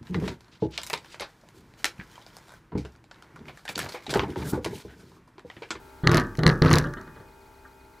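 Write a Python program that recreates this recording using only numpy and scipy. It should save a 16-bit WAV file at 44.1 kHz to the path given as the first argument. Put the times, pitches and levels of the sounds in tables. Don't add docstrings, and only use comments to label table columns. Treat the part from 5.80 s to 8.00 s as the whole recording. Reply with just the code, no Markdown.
import sys
import numpy as np
from scipy import signal
from scipy.fft import rfft, irfft, next_fast_len
from scipy.io import wavfile
from scipy.ndimage import map_coordinates

SR = 44100
rng = np.random.default_rng(int(sys.argv[2]) if len(sys.argv) > 2 else 0)


def persist_wave(psi):
    counts = np.round(np.clip(psi, -1, 1) * 32767).astype(np.int16)
    wavfile.write(sys.argv[1], SR, np.atleast_2d(counts).T)


N = 97020

# (time [s], frame level [dB], mesh level [dB])
BUMPS = [(.235, -21.5, -27), (0.267, -18.5, -20.5), (.290, -13.5, -23), (.342, -16, -19.5),
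         (.376, -47, -23), (0.585, -19.5, -28), (.630, -22, -22), (.661, -10.5, -20.5), (0.688, -29, -23),
         (0.818, -11.5, -20.5), (.856, -21, -19.5), (.902, -18, -22), (.928, -16, -22), (0.961, -19.5, -23),
         (1.054, -26, -31.5), (1.168, -44, -35.5), (1.272, -42.5, -46.5), (1.357, -52, -47.5),
         (1.398, -49.5, -48.5)]
# (frequency [Hz], level [dB])
CRACK_COLOUR = [(1000, -30.5), (4000, -2.5), (5800, 5.5), (7500, -5.5), (11000, -5.5), (16000, -22)]


def amp(db):
    return 10 ** (np.asarray(db) / 20)


def unit(x):
    return x / np.sqrt(np.mean(x ** 2) + 1e-20)


def along(points, hz):
    freqs, values = np.transpose(points)
    return np.interp(np.log(hz + 1), np.log(freqs + 1), values)


def fall(t, t60):
    return np.exp(-np.log(1000) * t / t60)


def wobble(rate):
    return map_coordinates(rng.standard_normal(N // 100), [np.arange(N) * rate / SR], mode="wrap")


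def add(track, start_s, x):
    i = round(start_s * SR)
    track[..., i:i + x.shape[-1]] += x[..., :N - i]


def coloured(x, colour):
    size = 2 * next_fast_len(N)
    cepstrum = irfft(np.log(amp(along(colour, np.fft.rfftfreq(size, 1 / SR)))))
    cepstrum[1:size // 2] *= 2
    cepstrum[size // 2 + 1:] = 0
    return irfft(rfft(x, size) * np.exp(rfft(cepstrum)), size)[..., :N]


def ring(tones, t, detune):
    return sum(amp(db) * fall(t, t60) * np.sin(2 * np.pi * hz * (1 + detune * rng.normal()) * t)
               for hz, db, t60 in tones)


def harbour():
    # (frequency [Hz], level [dB])
    hum_tones = [(65.36, -60), (261, -63.5), (330, -68), (393, -58.5), (456, -67), (620, -67), (857, -58.5),
                 (916, -60), (1184, -72.5), (1000, -73), (1335, -67), (1406, -64.5), (1530, -70.5),
                 (1604, -69.5), (12300, -76)]
    # (frequency [Hz], level [dB])
    air_colour = [(15, -38.5), (25, 0.5), (70, -3), (240, -12.5), (394, -8.5), (516, -15.5), (887, -13.5),
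                  (1650, -20.5), (2220, -21), (2410, -25), (16000, -35)]
    # (frequency [Hz], likeness [0 to 1])
    likeness = [(100, 1), (2000, 0.49), (5000, 0.92), (9000, 1)]
    t, left_right = np.arange(N) / SR, np.array([[1], [-1]])
    lean_left_db, drift_rad, spread_rad, fade_db_per_s = 1.5, 0.25, 0.17, 1.92
    hum = 0
    for hz, db in hum_tones:
        gain = amp(db + 3 + lean_left_db * left_right + 0.39 * wobble(4.4))
        phase = 2 * np.pi * hz * t + drift_rad * wobble(6.94)
        hum += gain * np.sin(phase + left_right * spread_rad * rng.choice([-1, 1]))
    width = np.arccos(np.clip(along(likeness, np.fft.rfftfreq(N, 1 / SR)), -1, 1)) / 2
    noise = irfft(rfft(rng.standard_normal((2, N))) * [np.cos(width), np.sin(width)], N)
    mid, side = coloured(noise, air_colour)
    air = amp(-52.5) * unit(mid + left_right * side)
    return (hum + air) * amp(-fade_db_per_s * t)


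def whine():
    low_hz, sweep_hz_per_s, loudest_hz, width_hz = 3340, 45000, 4280, 560
    lowest_at_s, period_s = 1.251, 0.13
    cycles = (np.arange(N) / SR - lowest_at_s) / period_s
    from_lowest_s = np.abs((cycles + 0.5) % 1 - 0.5) * period_s
    hz = low_hz + sweep_hz_per_s * from_lowest_s
    phase = 2 * np.pi * np.cumsum(hz) / SR
    gain = np.exp(-((hz - loudest_hz) / width_hz) ** 2)
    return gain * (amp(-65.5) * np.sin(phase) + amp(-64) * np.sin(phase / 2))


def whistle():
    # (time [s], level [dB])
    swell_peaks = [(1.267, -67), (1.349, -67), (1.475, -66), (1.585, -77), (1.82, -72), (2.001, -65.5)]
    pitch_hz, held_db, swell_s = 2480, -70.5, 0.024
    t = np.arange(N) / SR
    swells = sum(amp(db) * np.exp(-((t - s) / swell_s) ** 2) for s, db in swell_peaks)
    return (amp(held_db + 2 * wobble(22)) + swells) * np.sin(2 * np.pi * pitch_hz * t)


def wire_taps():
    # (time [s], level [dB])
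    taps = [(1.042, -26.5), (1.135, -32), (1.167, -35.5), (1.197, -45.5), (1.274, -43), (1.359, -46),
            (1.397, -54), (1.849, -42)]
    # (frequency [Hz], level [dB], ring time [s])
    wire_tones = [(1185, -7.5, 0.13), (1390, -9.5, 0.18), (1450, -3.5, 0.089), (1620, -1, 0.083),
                  (1835, -7.5, 0.092)]
    out, t = np.zeros(N), np.arange(SR // 3) / SR
    rise = 1 - np.exp(-t / 0.002)
    for s, db in taps:
        add(out, s, amp(db) * ring(wire_tones, t, detune=0.0079) * rise)
    return out


def drag_chatter():
    # (start [s], end [s], level [dB])
    drags = [(0.303, 0.379, -23.5), (0.663, 0.722, -37.5), (0.829, 0.975, -24)]
    # (frequency [Hz], level [dB])
    chatter_colour = [(30, 13), (160, 14), (400, 7), (780, 1.5), (1160, 8), (1900, -0.5), (2600, -4),
                      (3300, -10), (4200, -7.5), (5500, -14.5), (8000, -35.5), (12000, -24), (16000, -66)]
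    t, rise_s, release_s = np.arange(N) / SR, 0.018, 0.18
    force = sum(amp(db) * np.clip((t - start) / rise_s, 0, 1) * fall(np.maximum(t - end, 0), release_s)
                for start, end, db in drags)

    def contacts(per_s):
        return unit((rng.random(N) < per_s / SR) * rng.uniform(-1.08, 1, N))

    ticks = amp(-37.5) * unit(coloured(contacts(per_s=270), CRACK_COLOUR))
    rattle = unit(coloured(contacts(per_s=450) + 0.2 * rng.standard_normal(N), chatter_colour))
    return force * rattle + np.sqrt(force) * ticks


def housing_clicks():
    # (time [s], knock level [dB], snap level [dB], crack level [dB])
    hits = [(0.273, -9.5, -16, -28), (0.2943, -30, -30, -41), (0.3164, -26, -44, -28.5),
            (0.345, -20.5, -28, -26.5), (0.3714, -24, -31, -26), (.378, -26.5, -26, -55),
            (0.3803, -21.5, -29.5, -64), (0.3983, -29, -33.5, -36.5), (0.41, -34, -54, -52),
            (0.553, -40.5, -62, -50.5), (0.573, -54, -45, -44), (0.591, -32.5, -40, -43.5),
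            (0.6344, -23, -26, -43), (0.6654, -12, -13, -31), (0.6757, -43, -28, -34.5),
            (0.678, -20, -32.5, -32.5), (.6922, -29.5, -25.5, -42), (0.6992, -21.5, -32, -49),
            (0.8214, -20.5, -21.5, -36.5), (0.849, -43, -35, -48), (0.8754, -37, -40, -65),
            (.881, -33, -30.5, -67), (0.9046, -49, -59, -35), (0.9130, -18, -28, -33),
            (0.9304, -50, -52, -21), (0.9375, -16.5, -17, -50), (0.9405, -39, -41, -33.5),
            (0.9564, -39, -25.5, -26.5), (.9845, -23, -26.5, -22.5), (1.041, -43, -44, -51),
            (1.1378, -47, -52, -46), (1.213, -51, -55, -52)]
    # (frequency [Hz], level [dB], ring time [s])
    knock_tones = [(1262, 1, 0.01), (1874, 11.5, 0.0058), (2770, 0, 0.007)]
    # (frequency [Hz], level [dB], ring time [s])
    snap_tones = [(4120, -3, 0.01), (4360, 1.5, 0.0046), (5500, -17.5, 0.0079)]
    out, t = np.zeros((2, N)), np.arange(SR // 8) / SR
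    rise = 1 - np.exp(-t / 0.0004)

    def click(x):
        return x * rise / np.sqrt(np.sum((x * rise) ** 2) / (0.0021 * SR))

    hiss = unit(coloured(rng.standard_normal((2, N)), CRACK_COLOUR))
    crack_fade = fall(t, 0.005) + amp(-24) * fall(t, 0.06)
    for s, knock_db, snap_db, crack_db in hits:
        knock = amp(knock_db) * click(ring(knock_tones, t, detune=0.03))
        snap = amp(snap_db) * click(ring(snap_tones, t, detune=0.025))
        mid, side = hiss[:, round(s * SR):][:, :len(t)] * crack_fade
        crack = amp(crack_db) * (click(mid) + amp(-10) * click(side) * np.array([[1], [-1]]))
        add(out, s, knock + snap + crack)
    return out


def mesh_ring(count=130):
    # (frequency [Hz], level [dB])
    mesh_colour = [(90, 3.5), (170, -1.5), (330, 4.5), (480, 1.5), (780, -5.5), (1160, -1.5), (1450, -4),
                   (1880, -3), (2250, -23), (3000, -3), (4200, -16), (5000, -35)]
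    # (frequency [Hz], ring time [s])
    ring_times = [(150, 0.5), (400, 0.42), (800, 0.24), (1600, 0.4), (2500, 0.022), (5000, 0.15)]
    out, t = np.zeros(N), np.arange(SR * 3 // 4) / SR
    hz = 90 + 5000 * ((np.arange(count) + rng.random(count)) / count) ** 2
    gain = amp(along(mesh_colour, hz)) * hz ** (1 / 4)
    rise_s = 0.003 * hz[:, None] / 1000
    envelope = (1 - np.exp(-t / rise_s)) * fall(t, along(ring_times, hz)[:, None])
    spans = envelope * np.sin(2 * np.pi * (hz[:, None] * t + rng.random((count, 1))))
    for s, _, db in BUMPS:
        mix = unit(gain * rng.standard_normal(count))
        add(out, s, amp(db) * mix @ spans * np.sqrt(2 / count))
    return out


def frame_boom():
    # (frequency [Hz], level [dB], ring time [s])
    frame_tones = [(35, -21, 1), (67.2, -5, 0.048), (127, -6, 0.35), (155.3, 2.5, 0.23), (228, -9, 0.15),
                   (348.2, -9.5, 0.35), (440.3, -17.5, 0.3), (1152, -28, 0.86)]
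    # (frequency [Hz], level [dB])
    thud_colour = [(25, -15.5), (70, 8), (120, -12.5), (300, -5), (600, -16), (1200, -41), (5000, -99.5)]
    out, t = np.zeros(N), np.arange(N) / SR
    rumble = unit(coloured(rng.standard_normal(N), thud_colour))
    rise = 1 - np.exp(-t / 0.0015)
    for s, db, _ in BUMPS:
        thud = amp(-9) * np.roll(rumble, rng.integers(N)) * fall(t, t60=0.23)
        boom = ring(frame_tones, t, detune=0.01)
        add(out, s, amp(db) * (boom + thud) * rise)
    return out


def scene():
    cage = frame_boom() + mesh_ring() + housing_clicks() + drag_chatter() + wire_taps()
    return cage + harbour() + whine() + whistle()


def record(dry):
    ceiling, low_cut_hz, top_hz = 0.9, 22, 16400
    soft = dry / (1 + (dry / ceiling) ** 6) ** (1 / 6)
    soft = signal.sosfilt(signal.butter(1, low_cut_hz, "highpass", fs=SR, output="sos"), soft)
    size = next_fast_len(N + SR // 2)
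    below_top = np.fft.rfftfreq(size, 1 / SR) < top_hz
    return irfft(rfft(soft, size) * below_top, size)[..., :N]


dry = scene()
out = record(dry)
persist_wave(out)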